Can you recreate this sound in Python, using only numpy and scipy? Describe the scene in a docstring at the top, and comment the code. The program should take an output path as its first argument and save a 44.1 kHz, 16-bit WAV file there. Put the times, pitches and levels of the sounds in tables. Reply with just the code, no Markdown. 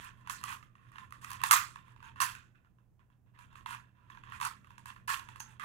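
"""A plastic puzzle cube is twisted by hand in a soft bedroom, close to a pair of microphone ports.
From the start, room rumble and a mains hum lie below. A layer slides and its loose pieces scrape and
rattle, then it snaps into place: a cluster of impacts rings the plastic and the air pockets inside.
The turns go on, loudest near 1.5 s, and from 2 s a rubbing edge now and then whistles thinly. After a
lull near 3 s the turning resumes. Throughout, a suppressor lets the bass swell only as the cube sounds."""
import sys
import numpy as np
from scipy import signal
from scipy.fft import rfft, irfft, next_fast_len
from scipy.io import wavfile
from scipy.ndimage import uniform_filter1d

SR = 44100
rng = np.random.default_rng(int(sys.argv[2]) if len(sys.argv) > 2 else 0)


def unload_wav(signal):
    """Save mono or channel-first audio to the path in sys.argv[1] as 16-bit WAV at rate SR, clipped to [-1, 1]."""
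    wavfile.write(
        sys.argv[1],
        SR,
        np.round(np.clip(np.atleast_2d(signal).T, -1, 1) * 32767).astype(np.int16),
    )


N = 248724


def from_db(db):
    """Amplitude ratio of a level in decibels."""
    return 10 ** (np.asarray(db) / 20)


def unit_rms(x):
    """Normalisation to an rms of 1."""
    return x / np.sqrt(np.mean(x ** 2) + 1e-20)


def at_hz(points, hz):
    """Interpolation of a spectrum on a logarithmic frequency axis."""
    frequencies, values = np.transpose(points)
    return np.interp(np.log(hz + 1), np.log(frequencies), values)


def drift(rate_hz):
    """Low-pass filtered noise: a slow random fluctuation with an rms of 1."""
    step = 40
    pole = np.exp(-2 * np.pi * rate_hz * step / SR)
    noise = rng.standard_normal(N // step + 2002)
    slow = signal.lfilter([1], [1, -2 * pole, pole * pole], noise)[2000:]
    return np.interp(np.arange(N) / step, np.arange(len(slow)), unit_rms(slow))


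def ring(force, hz, t60):
    """Damped harmonic oscillator: a unit impulse starts a unit sine that falls 60 dB in t60 seconds."""
    r, w = from_db(-60 / (t60 * SR)), 2 * np.pi * hz / SR
    return signal.lfilter([0, np.sin(w)], [1, -2 * r * np.cos(w), r * r], force + 1e-18)


# Rumble and hiss of the room. Each row: frequency in Hz, relative spectral density in dB.
ROOM_SPECTRUM = [(15, -28), (30, -6), (55, -10), (95, -1), (150, -10), (195, -9.5), (260, -19),
                 (450, -29.5), (640, -33), (1000, -45), (2000, -53.5), (4400, -63), (16000, -57.5)]
# Likeness of that noise at the two ports. Each row: frequency in Hz, correlation from 0 to 1.
ROOM_COHERENCE = [(30, 1), (130, 0.036), (300, 0.78), (1000, 0.66), (16000, 0.012)]

def room_tone(noise_db=-58.5, hum_hz=120.9, hum_db=-57.5):
    """Partial coherence: shared and opposed noise mix at the two ports, under a wavering mains hum."""
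    hz = np.arange(N // 2 + 1) * SR / N
    coherence = np.clip(at_hz(ROOM_COHERENCE, hz), 0, 1)
    mid, side = rfft(rng.standard_normal((2, N))) * from_db(at_hz(ROOM_SPECTRUM, hz))
    noise = irfft(np.sqrt(1 + coherence) * mid + np.sqrt(1 - coherence) * side * [[1], [-1]], N)
    phase = 2 * np.pi * hum_hz * np.arange(N) / SR + 0.23 * drift(5.3)
    hum = np.sin(phase) * from_db(hum_db + 2.1 * drift(5.6))
    return from_db(noise_db) * unit_rms(noise) + hum


# A layer slides or the grip shifts. Each row: start in seconds, length in seconds,
# initial rattle level in dB, treble share in dB.
SLIDE_EVENTS = [(0.0, 0.06, -54, -9.5), (0.14, 0.085, -73.5, -12.5), (0.244, .05, -66, -23),
                (0.295, 0.011, -45.5, 1), (0.436, 0.095, -50.5, -6.5), (0.751, 0.14, -75.5, -15.5),
                (0.919, 0.12, -64.5, -14.5), (1.212, 0.14, -56, -6), (1.39, 0.023, -54.5, -13),
                (1.433, 0.034, -43.5, -2.5), (1.509, 0.026, -28, 2), (1.838, 0.075, -68.5, -14.5),
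                (2.025, 0.05, -59, -17), (2.16, 0.0484, -58.5, -21), (2.204, 0.019, -34.5, -0.5),
                (2.35, 0.0041, -54, -12), (2.546, 0.0085, -72.5, -20), (2.994, 0.01, -77.5, -26.5),
                (3.097, 0.026, -82.5, -25.5), (3.257, 0.031, -82.5, -26), (3.336, 0.04, -73, -20),
                (3.389, 0.033, -64, -11.5), (3.499, .055, -71, -21), (3.554, 0.024, -61.5, -10),
                (3.664, 0.079, -52, -10), (3.946, 0.186, -78, -21.5), (4.1, 0.062, -66.5, -21),
                (4.235, .085, -62.5, -25), (4.321, 0.03, -53.5, -11.5), (4.411, 0.051, -45.5, -4),
                (4.59, 0.14, -77, -11), (4.856, 0.032, -55, -8.5), (5.075, 0.054, -41.5, -2.5),
                (5.401, .005, -59, -11), (5.477, 0.039, -63.5, -11.5), (5.599, 0.07, -49.5, -12.5)]

def rattle_envelopes(swell_db_per_s=39, attack_s=0.0046):
    """Exponential growth and decay in body, edges and top octave; the loudest slide or snap prevails."""
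    shaken_by_snaps = [(s, 0, db - 21.5, -5 + 0.3 * treble_db) for s, db, treble_db, _ in SNAP_EVENTS]
    level_db = np.full((3, N), -200.)
    for start, length, db, treble_db in SLIDE_EVENTS + shaken_by_snaps:
        i = max(round(start * SR), 0)
        t = np.arange(min(SR // 2, N - i)) / SR
        after = np.maximum(t - length, 0)
        fade_db_per_s = 135 + 899 * length   # the longer the slide, the faster its fade
        body = db + swell_db_per_s * (t - after) - fade_db_per_s * after
        body -= 6 * (1 - np.exp(-after / 0.055))   # the fade opens with a quicker drop
        edges = body + treble_db - 19.5 * after   # higher bands die sooner
        top = edges - 63 * after
        span = slice(i, i + len(t))
        level_db[:, span] = np.maximum(level_db[:, span], [body, edges, top])
    pole = np.exp(-1 / (attack_s * SR))
    return signal.lfilter([1 - pole], [1, -pole], from_db(level_db))


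def scrape(modes, per_s, spread_db):
    """Shot noise: tiny random contacts, clumped in time, each excite one mode; rms 1."""
    sizes = from_db(spread_db * np.minimum(rng.exponential(1, N), 5)) * rng.choice([-1, 1], N)
    contacts = rng.random(N) < per_s * from_db(2.2 * drift(60)) / SR
    struck_mode = rng.integers(0, len(modes), N)
    out = np.zeros(N)
    for k, (hz, db, t60) in enumerate(modes):
        grip_db = 4.1 * drift(8.0)   # the grip damps now one mode, now another
        out += from_db(db + grip_db) * ring(sizes * contacts * (struck_mode == k), hz, t60)
    return unit_rms(out)


def ticks(modes, per_s, spread_db):
    """Impulse excitation: each sparse knock of a loose piece rings all modes at once; rms 1."""
    contacts = rng.random(N) < per_s / SR
    knocks = contacts * from_db(spread_db * np.minimum(rng.exponential(1, N), 3))
    strength = rng.standard_normal(N)
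    out = np.zeros(N)
    for k, (hz, db, t60) in enumerate(modes):
        out += ring(from_db(db) * knocks * np.roll(strength, k), hz, t60)
    return unit_rms(out)


# Response of the thin edges of the pieces. Each row: frequency in Hz, relative level in dB.
EDGE_SPECTRUM = [(4200, -6), (5400, -12.5), (6500, -4.5), (7800, -2), (9000, 6), (10000, 2), (12000, 3.5),
                 (15600, -8)]

def edge_modes(cycles):
    """Constant-Q resonances: sixteen treble modes each fall 60 dB in the same number of cycles."""
    return [(hz, at_hz(EDGE_SPECTRUM, hz), cycles / hz) for hz in np.geomspace(4200, 15600, 16)]


# Higher air pockets between the pieces. Each row: multiple of the lowest pocket's frequency,
# added frequency in Hz, relative level in dB.
UPPER_POCKETS = [(1.64, 0, -9.5), (0, 2679.5, -12)]

def rubbed_pockets(width_hz=45):
    """Forced resonance: friction keeps the air pockets sounding near the last snap's pitches; rms 1."""
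    starts, _, _, pocket_hz = np.transpose(SNAP_EVENTS)
    last_snap = np.maximum(np.searchsorted(starts, np.arange(N) / SR) - 1, 0)
    pole = np.exp(-np.pi * width_hz / SR)
    out = np.zeros(N)
    for multiple, plus_hz, db in [(0.96, 0.0091, 0.016)] + UPPER_POCKETS:
        phase = 2 * np.pi * np.cumsum(multiple * pocket_hz[last_snap] + plus_hz) / SR
        in_phase, quadrature = signal.lfilter([1], [1, -pole], rng.standard_normal((2, N)))
        out += from_db(db) * (in_phase * np.cos(phase) + quadrature * np.sin(phase))
    return unit_rms(out)


# Modes of the hollow pieces and core. Each row: frequency in Hz, relative level in dB,
# time to fall 60 dB in seconds.
BODY_MODES = [(1080, -2.5, 0.02), (1270, -10, 0.0075), (1400, -5.5, 0.019), (1640, -5, 0.013),
              (1747, -8, 0.017), (1950, -8.5, 0.013), (2463, -9, 0.014), (2820, -5, 0.0055),
              (3275, -8.5, 0.0075), (3590, -14, 0.01)]

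def rattle():
    """Friction and impact: pieces slide and knock as a layer turns, exciting modes in three bands."""
    edge = edge_modes(cycles=18)
    body = scrape(BODY_MODES, per_s=1800, spread_db=2.0)
    body += from_db(-5.5) * ticks(BODY_MODES, per_s=150, spread_db=1.0)
    body_gain, edge_gain, top_gain = rattle_envelopes()
    brightness = np.clip(edge_gain / (body_gain + 1e-12), from_db(-25), 1)
    body += from_db(-3.5) * brightness ** -0.25 * rubbed_pockets()   # stronger in a dull rattle
    edges = from_db(-2.5) * scrape(edge[:9], per_s=3600, spread_db=-0.5)
    top = from_db(-2.5) * scrape(edge[9:], per_s=2800, spread_db=2.0)
    top += from_db(-10.5) * ticks(edge, per_s=46, spread_db=4.5)
    return body_gain * body + edge_gain * edges + top_gain * top


def strikes(contacts, modes, level_db):
    """Modal superposition: the contacts of a snap strike every mode, each with a random strength."""
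    out = np.zeros(N)
    for hz, db, t60 in modes:
        strength = rng.uniform(-1, 1, contacts.shape)
        strength /= np.sqrt(np.sum(strength ** 2, axis=1, keepdims=True))
        force = np.zeros(N)
        np.add.at(force, contacts, from_db(level_db + db)[:, None] * strength)
        out += ring(force, hz, t60)
    return out


# Pieces snapping together. Each row: start in seconds, level in dB, treble share in dB,
# frequency of the lowest air pocket in Hz.
SNAP_EVENTS = [(0.044, -50.5, 7, 1080), (0.261, -46, -34, 1047), (0.272, -32.5, -18, 1029),
               (0.296, -21.5, -11, 1080), (0.411, -42, -9, 1080), (0.43, -40, -15, 1101),
               (0.437, -26, -7.5, 1200), (0.49, -35.5, -6, 1098), (0.504, -36, -15, 1094),
               (0.526, -31, -24, 1081), (0.546, -40, -25, 1197), (0.626, -43.5, -20, 1257),
               (0.752, -48, -31, 1132), (0.916, -47, -15, 1110), (0.956, -38, -25, 1028),
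               (0.982, -32, -26, 1080), (1.106, -48, -8.5, 1098), (1.122, -35.5, -13, 1193),
               (1.212, -54, -22, 1092), (1.244, -31.5, -8.5, 1210), (1.303, -35, -1.5, 1091),
               (1.314, -30, -10, 1080), (1.33, -37, -1.5, 1080), (1.414, -30, -13.5, 1136),
               (1.435, -13.5, -8.5, 1000), (1.486, -36, 0, 1303), (1.509, -6.5, -2.5, 1270),
               (1.527, -13.5, -5.5, 1270), (1.757, -35, -20.5, 1080), (1.879, -50.5, -18, 1004),
               (1.961, -47, -31.5, 967.5), (2.002, -45, -37, 1123), (2.025, -41, -22.5, 955.8),
               (2.158, -41.5, -23, 1080), (2.2014, -15.5, -10.5, 1113), (2.219, -22, -16, 1106),
               (2.223, -22, -17, 1051), (2.35, -39.5, -8, 1560), (2.646, -55.5, -32, 1040),
               (2.784, -59.5, -29, 1043), (2.992, -58.5, -27.5, 1051), (3.1, -60, -23, 1025),
               (3.388, -42, -16, 1009), (3.526, -48.5, -19, 976), (3.554, -39, -23, 1131),
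               (3.607, -49, -34, 1150), (3.659, -26.5, -21, 991.4), (3.706, -31.5, -12.5, 1009),
               (3.746, -32, -20, 1024), (4.099, -39.5, -28, 1080), (4.147, -43.5, -25, 1056),
               (4.172, -40.5, -36, 977), (4.235, -39, -32, 1080), (4.297, -44, -18, 1045),
               (4.32, -34, -21, 1119), (4.399, -32, -14, 1109), (4.41, -33, -3, 1055),
               (4.412, -22, -18, 1052), (4.427, -21.5, -16, 938), (4.449, -27, -2, 1400),
               (4.644, -47.5, -18.5, 1202), (4.67, -48.5, -18.5, 1049), (4.704, -42, -21.5, 984),
               (4.779, -39, -11.5, 960), (4.856, -34.5, -10, 1030), (4.901, -35, -22, 1050),
               (4.961, -42, -24.5, 1080), (5.079, -25.5, -16, 1045), (5.1, -22, -11, 1111),
               (5.193, -30, -15, 1010), (5.286, -34.5, -19.5, 946.6), (5.357, -38, -15.5, 1080),
               (5.401, -31, -4.5, 902), (5.596, -33, -16, 1224)]

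def snaps(cluster_s=0.0045):
    """Impact sound: five contacts in quick succession ring body and edges over a hollow knock."""
    starts, level_db, treble_db, _ = np.transpose(SNAP_EVENTS)
    delays = cluster_s * rng.random((len(starts), 5, 2)).mean(axis=2)
    contacts = np.minimum(((starts[:, None] + delays) * SR).astype(int), N - 1)
    damped_modes = [(hz, db, 0.23 * t60) for hz, db, t60 in BODY_MODES]
    body = strikes(contacts, damped_modes, level_db - 10.0)
    edges = strikes(contacts, edge_modes(cycles=22), level_db + treble_db - 9.0)
    return hollow_knocks() + body + edges


def hollow_knocks(t60=0.014, rise_s=0.00093):
    """Cavity resonance: air pockets ring at each snap; how the pieces lie sets the lowest pitch."""
    out, t = np.zeros(N + SR), np.arange(int(.05 * SR)) / SR
    envelope = from_db(-60 * t / t60) * (1 - np.exp(-t / rise_s)) ** 2
    scatter = rng.standard_normal((len(SNAP_EVENTS), len(UPPER_POCKETS), 2))
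    for (start, db, _, lowest_hz), draws in zip(SNAP_EVENTS, scatter):
        knock = np.sin(2 * np.pi * lowest_hz * t)
        for (multiple, plus_hz, pocket_db), (louder, higher) in zip(UPPER_POCKETS, draws):
            hz = (multiple * lowest_hz + plus_hz) * (1 + 0.036 * higher)
            knock += from_db(pocket_db + 0.99 * louder) * np.sin(2 * np.pi * hz * t)
        i = round(start * SR)
        out[i:i + len(t)] += from_db(db) * envelope * knock
    return out[:N]


# An edge rubs and whistles thinly. Each row: start in seconds, level in dB, pitch in Hz.
WHISTLE_EVENTS = [(2.041, -78, 6640), (4.101, -84.5, 6270), (4.236, -92, 6630), (5.397, -56.5, 6380)]

def whistles(fade_t60=0.22):
    """Resonant filtering: friction noise sounds through one narrow edge mode and dies away."""
    out, t = np.zeros(N), np.arange(N) / SR
    for start, db, hz in WHISTLE_EVENTS:
        tone = unit_rms(ring(rng.standard_normal(N), hz, t60=.012))
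        envelope = (t > start) * from_db(db - 60 * np.maximum(t - start, 0) / fade_t60)
        out += envelope * tone
    return out


def radiated(x, cutoff_hz=930):
    """Radiation efficiency: a small cube radiates long waves poorly, so only a trace of thump remains."""
    treble = signal.sosfilt(signal.butter(8, cutoff_hz, "high", fs=SR, output="sos"), x)
    thump = signal.sosfilt(signal.butter(2, [260, 600], "band", fs=SR, output="sos"), x)
    return treble + from_db(-24.0) * thump


def bedroom(x, t60=0.19, wall_cutoff_hz=14000):
    """Reverberation: eight feedback delays a side, dulled by wall absorption on every round."""
    size = next_fast_len(N + SR // 2)
    unit_delay = np.exp(-2j * np.pi * np.arange(size // 2 + 1) / size)
    pole = np.exp(-2 * np.pi * wall_cutoff_hz / SR)
    wall = (1 - pole) / (1 - pole * unit_delay)
    response = np.zeros((2, len(unit_delay)), complex)
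    for k, lag in enumerate((rng.uniform(.009, .03, 16) * SR).astype(int)):
        loop = from_db(-60 * lag / SR / t60) * wall * unit_delay ** lag
        response[k % 2] += loop / (1 - loop) * (-1) ** (k // 2)
    return irfft(response * rfft(x, size), size)[:, :N]


# Colour of the microphone ports. Each row: frequency in Hz, level of left over right in dB.
PORT_BALANCE = [(60, -2.5), (140, -4.5), (400, -13), (1170, -11), (2740, -10.5), (4190, -7.5), (6410, -13),
                (8200, -7.5), (9810, 1.5), (12000, 2.5), (15000, -10)]

def ports(x, right_delay_s=0):
    """Level and time differences: each port has its own colour, and sound may reach the right later."""
    hz = np.arange(N // 2 + 1) * SR / N
    tilt = from_db(at_hz(PORT_BALANCE, hz) / 2)
    delay = np.exp(-2j * np.pi * hz * right_delay_s)
    return irfft(rfft(x) * [tilt, delay / tilt], N)


def scene():
    """Superposition: the cube's direct sound, its reverberation and the room tone add at the ports."""
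    cube = radiated(from_db(-9.0) * rattle() + from_db(-2.5) * snaps() + whistles())
    side = radiated(from_db(-12.5) * rattle())   # faces of the cube that the ports hear differently
    direct = ports(cube + side * [[1], [-1]], right_delay_s=.000297)
    reverberation = from_db(-17) * ports(bedroom(cube))
    return from_db(7.0) * (direct + reverberation) + ports(room_tone())


def record(dry, crossover_hz=800, threshold_db=-60.5, depth_db=-11.0, cutoff_hz=16700):
    """Noise gating: the bass is turned down while little sounds above it; a low-pass cuts the top."""
    bass = signal.sosfiltfilt(signal.butter(4, crossover_hz, fs=SR, output="sos"), dry)
    treble = dry - bass
    treble_db = 10 * np.log10(uniform_filter1d(np.mean(treble ** 2, 0), size=1500) + 1e-12)
    opening = 1 / (1 + np.exp(-(treble_db - threshold_db) / 6.2))
    opening = uniform_filter1d(opening, int(.25 * SR))
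    gated = treble + bass * from_db(depth_db * (1 - opening))
    rounded = np.tanh(gated)   # softens the loudest peaks
    return signal.sosfilt(signal.cheby2(10, 50, cutoff_hz, fs=SR, output="sos"), rounded)


dry = scene()
out = record(dry)
unload_wav(out)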